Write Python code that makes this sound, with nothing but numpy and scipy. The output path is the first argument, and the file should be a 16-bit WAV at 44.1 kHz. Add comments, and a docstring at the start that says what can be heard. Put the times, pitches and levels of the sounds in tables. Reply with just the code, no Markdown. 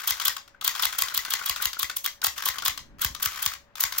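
"""A plastic toy pistol fires again and again, close up, above a table in a small room.
Each trigger pull frees the slide with a bright rasp; it runs into its stop with a clack and a soft thump.
Between shots the trigger linkage knocks, and loose parts tick and rub in the hollow grip.
The room answers with a brief ring, over quiet air, a faint hum and one rustle of a sleeve."""
import sys
import numpy as np
from scipy import signal
from scipy.fft import rfft, irfft, next_fast_len
from scipy.io import wavfile

SR = 44100
rng = np.random.default_rng(int(sys.argv[2]) if len(sys.argv) > 2 else 0)


def output_pcm(signal):
    """Save a mono or channel-first signal as 16-bit PCM at the path in sys.argv[1].

    Samples are clipped to [-1, 1] before scaling.
    """
    pcm = np.clip(np.atleast_2d(signal).T, -1, 1) * 32767
    wavfile.write(sys.argv[1], SR, np.round(pcm).astype(np.int16))


N = 176400

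# shots (clack time [s], slide travel [s], release [dB], run [dB], clack [dB], thump [dB])
SHOTS = [(0.107, 0.03, -15, -28, -14.5, -47.5), (0.2805, 0.027, -16, -28, -12, -52.5),
         (0.6774, 0.031, -19, -28.5, -13, -55.5), (0.8535, 0.03, -19.5, -26, -14.5, -49),
         (1.021, 0.034, -17, -33, -14, -52), (1.176, 0.031, -19.5, -33, -13.5, -49.5),
         (1.337, 0.031, -21, -29.5, -13, -52.5), (1.4958, 0.035, -20, -32, -14, -44),
         (1.655, 0.032, -19, -30.5, -13, -43.5), (1.8297, 0.036, -19.5, -33.5, -16, -47),
         (2.0613, 0.017, -25, -32.5, -16, -77.5), (2.2673, 0.026, -16, -35, -15.5, -45.5),
         (2.4866, 0.0291, -17.5, -29.5, -15, -48.5), (2.681, 0.028, -18.5, -31.5, -15, -43),
         (3.047, 0.029, -17.5, -31, -13.5, -33), (3.2585, 0.031, -16.5, -35.5, -15.5, -41.5),
         (3.4615, 0.035, -19, -35, -13.5, -41.5), (3.8373, 0.031, -15, -33.5, -12.5, -44.5)]
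# the catch slips without a clack (time [s], level [dB])
CATCH_SLIPS = [(1.9678, -19), (3.984, -15.5)]
# ticks of the trigger and loose parts (time [s], level [dB])
TICKS = [(0.199, -22.5), (0.218, -27), (0.366, -27.5), (0.478, -46), (0.612, -31), (0.751, -27.5),
         (0.761, -32), (0.795, -28), (0.832, -23.5), (0.926, -30.5), (1.084, -27.5), (1.25, -27),
         (1.561, -26), (1.731, -26.5), (1.898, -26.5), (2.217, -29), (2.245, -18.5), (2.38, -28),
         (2.423, -27.5), (2.584, -26), (2.622, -28.5), (2.66, -18.5), (2.776, -27), (3.149, -28.5),
         (3.331, -35.5), (3.359, -31.5), (3.536, -31), (3.755, -33), (3.923, -24.5)]
# hollow knocks and pings of the trigger linkage (time [s], level [dB], pitch [Hz])
KNOCKS = [(0.549, -41.5, 1550), (0.624, -28.5, 1180), (0.797, -24.5, 5090), (0.805, -28.5, 1560),
          (1.073, -32, 1440), (1.123, -27.5, 1500), (1.283, -30.5, 1520), (1.417, -25, 1410),
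          (1.565, -31, 1370), (1.603, -26, 1450), (1.77, -29, 1460), (1.903, -25, 1460), (2.231, -23, 1440),
          (2.436, -32, 1430), (2.467, -23.5, 1130), (2.575, -33.5, 1100), (2.633, -26, 1440),
          (3.029, -26, 1440), (3.24, -23.5, 1560), (3.399, -37.5, 1040)]
# stretches where the parts rub in the hand (start [s], end [s])
RUB_SPANS = [(0, 0.33), (0.625, 1.7), (2.359, 2.57), (2.985, 3.02), (3.198, 3.54), (3.77, 4)]
# the ring after each clack, softer once the toy is lifted (time [s], level [dB])
RING_LEVELS = [(1.8, -27), (2.3, -32)]
# resonances of the hollow shell (frequency [Hz], width [Hz], peak added to the broad EQ [dB])
SHELL_MODES = [(1110, 77, -2.5), (1525, 73, -2), (3220, 120, -7)]
# bright rasp of the catch (frequency [Hz], gain [dB])
RASP_EQ = [(300, -22.5), (5500, -5), (8200, -3), (10500, 0.5), (15500, 0.5)]
# nasal run of the slide (frequency [Hz], gain [dB])
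RUN_EQ = [(400, -36), (1150, 12), (2300, -3.5), (3250, 15.5), (5500, 2.5), (15500, -23.5)]
# crisp clack at the stop (frequency [Hz], gain [dB])
CLACK_EQ = [(100, -35), (700, -13), (1050, 1.5), (10500, 2.5), (13500, 6)]
# small plastic ticks and chatter (frequency [Hz], gain [dB])
TICK_EQ = [(450, -25), (1100, 2), (2300, -8), (3300, 2.5), (7000, -4), (11000, -9)]
# duller rubbing in the grip (frequency [Hz], gain [dB])
RUB_EQ = [(500, -24.5), (1250, 1.5), (2200, -4.5), (13000, -12)]
# muffled sleeve (frequency [Hz], gain [dB])
SLEEVE_EQ = [(60, 8), (300, -2), (3000, -57.5)]
# dark room air (frequency [Hz], gain [dB])
AIR_EQ = [(50, -4), (450, -16), (850, -13), (1620, -14), (12000, -48.5)]
# colour of the reverb (frequency [Hz], gain [dB])
ROOM_EQ = [(200, -12.5), (1000, -4.5), (1400, -11.5), (2000, 0), (2800, -6.5), (6300, -3), (12000, -13.5)]
# balance of the two microphone ports (frequency [Hz], left over right [dB])
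LEVEL_GAP = [(300, 0.5), (1000, 7.5), (5200, 8.3), (7500, 0.45)]
# phase between the ports (frequency [Hz], left lead [rad])
PHASE_LEAD = [(300, 0.97), (6000, 0.76), (9000, 3.47), (15500, 0.34)]
# likeness of the close sound at the ports (frequency [Hz], coherence [0-1])
CLOSE_COHERENCE = [(3500, 0.72), (6300, 0.069), (8500, 0.84)]
# likeness of the room sound at the ports (frequency [Hz], coherence [0-1])
ROOM_COHERENCE = [(300, 0.94), (2500, 0.081), (6500, 0.067), (8500, 1)]

WALL_DELAY_S = .0132  # first echo, off the nearest wall


def amp(db):
    """Decibels to gain."""
    return 10 ** (np.asarray(db) / 20)


def unit(x):
    """Scale to rms 1."""
    return x / np.sqrt(np.mean(x ** 2) + 1e-20)


def noise():
    """Two unrelated channels of white noise."""
    return rng.standard_normal((2, N))


def grid():
    """Frequencies of the padded spectrum, in Hz."""
    return np.fft.rfftfreq(2 * next_fast_len((N + SR) // 2), 1 / SR)


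def curve(points):
    """Draw (frequency, value) points across the grid on a log axis."""
    hz, values = np.transpose(points)
    return np.interp(np.log(grid() + 1), np.log(hz + 1), values)


def filtered(x, response):
    """Apply a response given on the grid."""
    size = 2 * (len(response.T) - 1)
    return irfft(rfft(x, size) * response, size)[..., :N]


def minimum_phase(gain):
    """A response with this gain and no pre-ring, so attacks stay sharp."""
    cepstrum = irfft(np.log(gain))
    half = len(cepstrum) // 2
    cepstrum[1:half] *= 2
    cepstrum[half + 1:] = 0
    return np.exp(rfft(cepstrum))


def plastic(force, eq):
    """Contact force heard through the shell's resonances and a broad EQ, scaled to unit power gain."""
    f = grid()
    peaks = 1 + sum(amp(db) / (1 + (2 * (f - hz) / width) ** 2) for hz, width, db in SHELL_MODES)
    return filtered(force, minimum_phase(unit(peaks * amp(curve(eq)))))


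def grit(rough_db, rate_hz):
    """Friction texture: two noises whose level flickers in the same grains."""
    grains = np.interp(np.arange(N) * rate_hz / SR, np.arange(SR), rng.uniform(-1, 1, SR))
    return unit(noise() * amp(rough_db * grains))


def strokes(times, levels_db, rise_s, fall_s, hold_s=0):
    """Envelope of contacts that swell, hold and die away exponentially."""
    power = np.zeros(N)
    for s, db in zip(times, levels_db):
        i = np.arange(max(int(s * SR) - SR // 10, 0), min(int(s * SR) + SR // 10, N))
        t = i / SR - s
        power[i] += (amp(db) * np.exp(np.minimum(t, 0) / rise_s - np.maximum(t - hold_s, 0) / fall_s)) ** 2
    return np.sqrt(power)


def ringing(envelope, hz, wander_cycles=.015):
    """Damped plastic never rings purely: a tone whose phase wanders, separately in each channel."""
    drift = np.cumsum(rng.normal(0, wander_cycles, (2, len(envelope))), axis=1) + rng.random((2, 1))
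    return envelope * np.sin(2 * np.pi * (hz * np.arange(len(envelope)) / SR + drift))


def stereo_ports(pair, coherence, gap_share=1):
    """Two microphone ports set the image: width, balance and phase lead all vary with frequency."""
    sign = np.array([[1], [-1]])
    width = np.arccos(np.clip(curve(coherence), -1, 1)) / 2
    mid, side = filtered(pair, np.array([np.cos(width), np.sin(width)]))
    balance = amp(sign * gap_share * curve(LEVEL_GAP) / 2)
    balance /= np.sqrt(np.mean(balance ** 2, axis=0))
    return filtered(mid + sign * side, balance * np.exp(.5j * sign * curve(PHASE_LEAD)))


def room_tone(air_db=-61, hum_hz=567, hum_db=-69):
    """The bed: quiet air and a faint, wavering hum."""
    t = np.arange(N) / SR
    air = amp(air_db) * unit(filtered(noise(), amp(curve(AIR_EQ))))
    waver = np.cumsum(rng.normal(0, .004, (2, N)), axis=1)
    return air + amp(hum_db) * np.sqrt(2) * np.sin(2 * np.pi * (hum_hz * t + waver))


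def sleeve(peak_s=2.95, half_width_s=0.29, peak_db=-52.5):
    """Cloth rustles in one soft swell as the hand shifts."""
    t = np.arange(N) / SR
    swell = amp(peak_db) / (1 + ((t - peak_s) / half_width_s) ** 2)
    return swell * unit(filtered(noise(), amp(curve(SLEEVE_EQ))))


def room_reverb(pair, t60_s=0.23, wall_db=5.5, wall_fade_s=0.0012, positions=14):
    """A smeared echo from the nearest wall opens a diffuse tail that changes as the toy moves."""
    wet, t = np.zeros((2, N + SR)), np.arange(SR // 2) / SR
    decay = amp(-60 * t / t60_s) * (1 + amp(wall_db) * np.exp(-t / wall_fade_s))
    edges = np.linspace(0, N, positions + 1).astype(int)
    for start, end in zip(edges, edges[1:]):
        tail = decay * rng.standard_normal((2, len(t)))
        tail /= np.linalg.norm(tail, axis=1, keepdims=True)
        echo = signal.fftconvolve(pair[:, start:end], tail, axes=1)
        wet[:, start + int(WALL_DELAY_S * SR):][:, :echo.shape[1]] += echo
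    return filtered(wet[:, :N], minimum_phase(amp(curve(ROOM_EQ))))


def after_ring(pitch_hz=1999, t60_s=0.094):
    """A short, rough ring comes back with each clack's first echo, never at quite the same pitch."""
    out, t = np.zeros((2, N + SR)), np.arange(SR // 3) / SR
    for s, *_ in SHOTS:
        envelope = amp(np.interp(s, *np.transpose(RING_LEVELS)) - 60 * t / t60_s)
        ring = ringing(envelope, pitch_hz * rng.normal(1, .02))
        out[:, int((s + WALL_DELAY_S) * SR):][:, :len(t)] += ring
    return out[:, :N]


def thumps(swell_s=0.015, drop_hz=420, drop_s=0.00503, pitch_hz=56, ring_db=-14, ring_t60_s=0.93):
    """Each jolt swells into a low wave that dives in pitch, and the room's bass rings on."""
    out, t = np.zeros((2, N + SR)), np.arange(SR // 2) / SR
    swell = (t / swell_s * np.exp(1 - t / swell_s)) ** 4
    envelope = swell + amp(ring_db - 60 * t / ring_t60_s)
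    arm_bump = (3.098, -42)  # one dull knock as the arm moves (time [s], level [dB])
    for s, *_, db in [*SHOTS, arm_bump]:
        hz = pitch_hz * rng.normal(1, .15) + drop_hz * np.exp(-t / drop_s)
        out[:, int(s * SR):][:, :len(t)] += amp(db) * envelope * np.sin(2 * np.pi * np.cumsum(hz) / SR)
    return out[:, :N]


def loose_parts(rub_db=-40, trail_db=-8):
    """Short scraping ticks over the duller rubbing of the trigger in the hollow grip."""
    s, db = np.transpose(TICKS)
    t = np.arange(N) / SR
    handling = amp(rub_db) * sum((t >= start) & (t < end) for start, end in RUB_SPANS)
    trails = strokes(s, db + trail_db, rise_s=.0008, fall_s=.011)  # a little rub after each tick
    ticks = strokes(s, db, rise_s=0.00035, fall_s=0.0042, hold_s=0.0021) * noise()
    rub = (handling + trails) * grit(rough_db=11, rate_hz=240)
    return plastic(ticks, TICK_EQ) + plastic(rub, RUB_EQ)


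def trigger_knocks(rise_s=0.0023, fall_s=0.0036):
    """The linkage knocks in the hollow grip, each time at the pitch of the spot it meets."""
    out, t = np.zeros((2, N + SR)), np.arange(SR // 10) / SR - 1 / 20
    for s, db, hz in KNOCKS:
        envelope = amp(db) * np.exp(np.minimum(t / rise_s, -t / fall_s))
        out[:, int((s + t[0]) * SR):][:, :len(t)] += ringing(envelope, hz)
    return out[:, :N]


def pistol_slide():
    """The catch rasps free; the slide runs, scrapes just before its stop, clacks and chatters."""
    stop_s, travel_s, release_db, run_db, clack_db, _ = np.transpose(SHOTS)
    slip_s, slip_db = np.transpose(CATCH_SLIPS)
    free_s = stop_s - travel_s
    release = strokes(np.r_[free_s, slip_s], np.r_[release_db, slip_db],
                      rise_s=.0025, fall_s=.004, hold_s=.003)
    run = strokes(free_s + .0019, run_db, rise_s=.0022, fall_s=.0029, hold_s=.018)
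    scrape = strokes(stop_s - .006, release_db - 5, rise_s=.003, fall_s=.006)
    clack = strokes(stop_s + .0003, clack_db + 3, rise_s=.0003, fall_s=.001, hold_s=.001)
    chatter = strokes(stop_s + .0018, clack_db - 5, rise_s=.00013, fall_s=.0041)
    return (plastic((release + scrape) * noise(), RASP_EQ)
            + plastic(run * grit(rough_db=4, rate_hz=410), RUN_EQ)
            + plastic(clack * noise(), CLACK_EQ)
            + plastic(chatter * noise(), TICK_EQ))


def scene():
    """The toy up front, the room around it and the thumps in the centre."""
    toy = pistol_slide() + trigger_knocks() + loose_parts()
    close = stereo_ports(toy + after_ring(), CLOSE_COHERENCE)
    ambience = stereo_ports(room_reverb(toy) + room_tone() + sleeve(), ROOM_COHERENCE, gap_share=0.65)
    return close + ambience + thumps()


def record(dry):
    """A brick-wall low-pass trims the very top."""
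    cutoff_hz = 15900
    return filtered(dry, 1 / np.sqrt(1 + (grid() / cutoff_hz) ** 240))


dry = scene()
out = record(dry)
output_pcm(out)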